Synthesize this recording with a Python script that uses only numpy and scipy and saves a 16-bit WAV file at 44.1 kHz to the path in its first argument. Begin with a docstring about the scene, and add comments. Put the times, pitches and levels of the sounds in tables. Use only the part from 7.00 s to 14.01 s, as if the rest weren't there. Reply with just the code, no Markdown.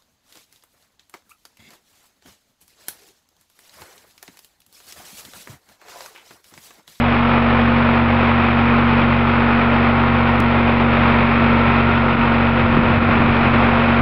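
"""Beside an open concrete basin, a four-cylinder diesel drives a dredger at nearly steady speed.
Throughout, exhaust partials hum under a clatter of filtered noise that partly repeats every engine
cycle, and engine parts ring at fixed pitches. Just before halfway the sound skips with a click. Then
a breeze rises: low noise swells in gusts, late short bursts thump the microphone of a small camera,
and the recorder's gain control briefly turns the engine down, at times set in a table."""
import sys
import numpy as np
from scipy import signal
from scipy.fft import rfft, irfft, next_fast_len
from scipy.io import wavfile
from scipy.ndimage import uniform_filter1d, minimum_filter1d, map_coordinates

SR = 44100
rng = np.random.default_rng(int(sys.argv[2]) if len(sys.argv) > 2 else 0)


def rack_gain(trim_db):
    """Turn a fader trim in dB into the linear factor to multiply a signal by."""
    fader = np.asarray(trim_db, float)
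    return 10 ** (fader / 20)


def bounce(signal):
    """Save signal as a 16-bit WAV file at the path given by the first command-line argument."""
    frames = np.transpose(np.atleast_2d(signal))
    limited = np.clip(frames, -1, 1)
    pcm = np.round(limited * 32767).astype(np.int16)
    wavfile.write(sys.argv[1], SR, pcm)


N = 309141
TIME = np.arange(N) / SR


def evened(x):
    """Scales x to rms 1."""
    return x / np.sqrt(np.mean(x ** 2) + 1e-20)


def curve(rows):
    """Joins (start_s, value) rows with straight lines over the whole scene."""
    start_s, value = np.transpose(rows)
    return np.interp(TIME, start_s, value)


def coloured(x, gain):
    """Filters x by gain(pitch_hz), without delay."""
    size = next_fast_len(N)
    return irfft(rfft(x, size) * gain(np.fft.rfftfreq(size, 1 / SR)), size)[:N]


def read(points, hz):
    """Reads a (pitch_hz, value) table at hz, along a logarithmic pitch axis."""
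    pitch_hz, value = np.transpose(points)
    return np.interp(np.log(hz + 1), np.log(pitch_hz + 1), value)


def wander(hz):
    """Slow random drift of rms about 1, with movement up to about hz."""
    knots = evened(uniform_filter1d(rng.standard_normal(400), size=3))
    coarse = TIME[::64]
    return np.interp(TIME, coarse, map_coordinates(knots, [coarse * hz * 4], order=3))


def partial(turns, slip):
    """Cosine of rms 1 from a phase in turns and a slip in radians."""
    return np.sqrt(2) * np.cos(2 * np.pi * turns + slip)


# engine speed, all four cylinders together: start_s, firing_rate (firings per second)
ENGINE_SPEED = [(0.1, 47.46), (0.45, 46.92), (1.5, 47.03), (2.3, 46.99), (2.75, 47.13), (3.6, 47.0),
                (4.05, 46.77), (5.5, 46.72), (7, 46.8)]


def firing_count():
    """Adds up the firing rate, so that each whole number is one more firing."""
    return -.073 + np.cumsum(curve(ENGINE_SPEED)) / SR


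# exhaust hum: multiple (of the firing rate), level_db (rms before wavering)
EXHAUST_PARTIALS = [(1, -30), (1.75, -47), (2, -23.5), (3, -26.5), (4, -44), (4.5, -48), (5, -18.5),
                    (7.5, -38.5), (10, -44)]


def exhaust(firings, waver_db=0.72, slip_rad=0.02):
    """Pulses smeared by the pipe, whose partials waver a little on the way through the air."""
    turn, smear = .24, .045  # the pipe sets the phase of multiple k: turn + smear k^2 (cycles)
    out = np.zeros(N)
    for k, level_db in EXHAUST_PARTIALS:
        level = rack_gain(level_db + waver_db * wander(2.5))
        quarter_multiple = np.round(4 * k) / 4  # a cycle holds four firings
        turns = quarter_multiple * firings + turn + smear * k ** 2
        out += level * partial(turns, slip_rad * wander(0.82))
    return out


# tone of the clatter, relative: pitch_hz, level_db (per Hz)
CLATTER_TONE = [(20, -23), (45, -9.5), (70, -9), (120, -2), (200, 1), (400, 0), (800, 1.5), (1000, 1.5),
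                (1400, 1), (1550, -3.5), (2000, -4.5), (2550, -4), (2800, -10.5), (3600, -16.5),
                (4500, -29), (5300, -36), (5800, -48), (6150, -66), (6400, -130)]
# part of its power that repeats from cycle to cycle: pitch_hz, share (0-1)
REPEATING_SHARE = [(200, .15), (500, .2), (1200, .3), (1600, .45), (2600, .5), (3200, .15), (4000, .05)]
# slow loudness of the clatter: start_s, level_db (rms)
CLATTER_LEVEL = [(0, -18.5), (1.5, -18.5), (3, -19), (4.1, -18), (4.8, -18.5), (6, -19), (6.5, -17),
                 (7, -17.5)]


def clatter(firings, lag=.8, knock=.9, knock_length=.5, late_knock=.15, flicker_db=.95):
    """Valves and pistons: a slowly changing noise pattern each cycle, plus fresh noise.

    lag and knock_length are in firings."""
    cycles, points = firings / 4, 4096
    patterns = rng.standard_normal((200, points))
    # each pattern keeps most of the one before; the first hundred settle this mixture
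    patterns = signal.lfilter([1], [1, -.985], patterns, axis=0)[100:]
    same = map_coordinates(patterns, [cycles, cycles % 1 * points], order=1, mode="grid-wrap")

    # each firing swells the noise, with a weaker knock half a firing later
    main_swell = knock * np.exp(-((firings - lag) % 1) / knock_length)
    late_swell = late_knock * np.exp(-((firings - lag + .5) % 1) / knock_length)
    beat = (1 + main_swell + late_swell) * rack_gain(flicker_db * wander(14.))

    def share(hz):
        return np.clip(read(REPEATING_SHARE, hz), 0, 1)

    def same_gain(hz):
        return rack_gain(read(CLATTER_TONE, hz)) * np.sqrt(share(hz))

    def fresh_gain(hz):
        return rack_gain(read(CLATTER_TONE, hz)) * np.sqrt(1 - share(hz))

    same = coloured(evened(same) * beat, same_gain)
    fresh = coloured(rng.standard_normal(N) * beat, fresh_gain)
    return rack_gain(curve(CLATTER_LEVEL)) * evened(same + fresh)


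# engine parts that stand out of the clatter:
# pitch_hz, level_db (rms of a multiple right on it, before wavering)
RINGING_PARTS = [(514, -34), (786, -36), (850, -37), (933, -36), (974, -40), (1096, -38), (1205, -39),
                 (1260, -39), (1319, -38), (1356, -33), (1401, -36), (1422, -40), (1471, -41), (1765, -41),
                 (1812, -43), (1858, -45), (1920, -44), (2057, -42), (2246, -46), (2444, -43)]


def ringing(cycles, waver_db=3., slip_rad=.65, width_hz=9.):
    """Fixed resonances lift two neighbouring multiples of the cycle rate, by how near each one lies."""
    cycle_hz = curve(ENGINE_SPEED) / 4
    out = np.zeros(N)
    for pitch_hz, level_db in RINGING_PARTS:
        below = np.floor(pitch_hz / cycle_hz.mean())
        for k in (below, below + 1):
            lift = 1 / (1 + (2 * (k * cycle_hz - pitch_hz) / width_hz) ** 2)
            level = lift * rack_gain(level_db + waver_db * wander(2.5))
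            out += level * partial(k * cycles + rng.random(), slip_rad * wander(2.5))
    return out


# the recorder's gain control briefly turns the engine down, mostly in strong gusts: middle_s, depth_db
GAIN_DIPS = [(4.286, 1.5), (5.163, 4), (5.999, 5), (6.52, 2.5)]


def gain_control(half_s=0.02):
    """Recorder gain on the engine, falling and recovering as a smooth bell around each listed dip."""
    dip_db = sum(depth_db * np.exp(-((TIME - s) / half_s) ** 2) for s, depth_db in GAIN_DIPS)
    return rack_gain(-dip_db)


# tone of the wind rumble, relative: pitch_hz, level_db (per Hz)
WIND_TONE = [(15, -8.5), (40, -1), (80, 3.5), (200, 0.5), (330, -1.5), (500, -17), (900, -57.5),
             (3000, -130)]
# gusts on the microphone, added to the calm breeze: middle_s, level_db (rms at the middle), half_s
WIND_GUSTS = [(3.85, -36, .25), (4.5, -31, .17), (4.92, -30, .05), (5.18, -32, .15), (5.74, -25, .1),
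              (5.92, -26, .1), (6.2, -24, .18), (6.55, -28, .16), (6.85, -34, .1)]


def breeze(calm_db=-46, lumps_db=2.5):
    """Low lumpy turbulence at the microphone, noise that swells in gusts."""
    swell = rack_gain(calm_db)
    for middle_s, level_db, half_s in WIND_GUSTS:
        swell = swell + rack_gain(level_db) * np.exp(-((TIME - middle_s) / half_s) ** 2)
    lumps = rng.standard_normal(N) * rack_gain(lumps_db * wander(8.8))
    return swell * evened(coloured(lumps, lambda hz: rack_gain(read(WIND_TONE, hz))))


# single eddies that thump the microphone: middle_s, level_db (peak of the envelope), pitch_hz
EDDIES = [(5.132, -16, 150), (5.156, -10, 230), (5.649, -15, 90), (5.74, -13, 170), (5.776, -7, 302),
          (5.792, -7.5, 150), (5.865, -27, 90), (5.98, -9, 110), (6.029, -8, 230), (6.1, -11, 150),
          (6.194, -15, 110), (6.225, -16, 90), (6.301, -16, 112)]


def thumps(length_cycles=1.2):
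    """Each eddy pushes the microphone through about one swing of a sine under a bell envelope."""
    out = np.zeros(N)
    for middle_s, level_db, pitch_hz in EDDIES:
        turns = (TIME - middle_s) * pitch_hz
        out += rack_gain(level_db) * np.exp(-(2 * turns / length_cycles) ** 2) * np.sin(2 * np.pi * turns)
    return out


def scene():
    """Engine, turned down at times by the gain control, with the wind on top, as one channel."""
    firings = firing_count()
    engine = exhaust(firings) + ringing(firings / 4) + clatter(firings)
    wind = breeze() + thumps()
    return (engine * gain_control() + wind)[None]


def limiter(x, ceiling=.69, hold=60):
    """Lowers the gain smoothly around each peak that would pass the ceiling; hold is in samples."""
    gain = np.minimum(1, ceiling / (abs(x) + 1e-9))
    lowest = minimum_filter1d(gain, 2 * hold)
    return x * uniform_filter1d(uniform_filter1d(lowest, hold), hold)


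def skip_with_click(x, skip_s=3.4033, length_s=.0022):
    """The recorder drops a few samples, leaving a step that relaxes at once."""
    ahead = np.arange(N) + round(length_s * SR)
    ahead = np.minimum(ahead, 2 * N - 2 - ahead)  # mirrored at the very end
    after = np.clip((TIME - skip_s) / .002 + .5, 0, 1)  # 2 ms crossfade
    skipped = (1 - after) * x + after * x[:, ahead]
    step_db, fade_s = -10.5, 0.00044
    since_s = TIME - skip_s
    click = rack_gain(step_db) / 2 * np.sign(since_s) * np.exp(-abs(since_s) / fade_s)
    return skipped + click


def roll_off(x):
    """The treble ends steeply here."""
    return signal.sosfilt(signal.butter(12, 15900, fs=SR, output="sos"), x)


def record(dry):
    """Peaks are limited, a few samples are skipped with a click, and a small offset stays."""
    mix = skip_with_click(limiter(dry)) - .015
    return roll_off(mix)


dry = scene()
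out = record(dry)
bounce(out)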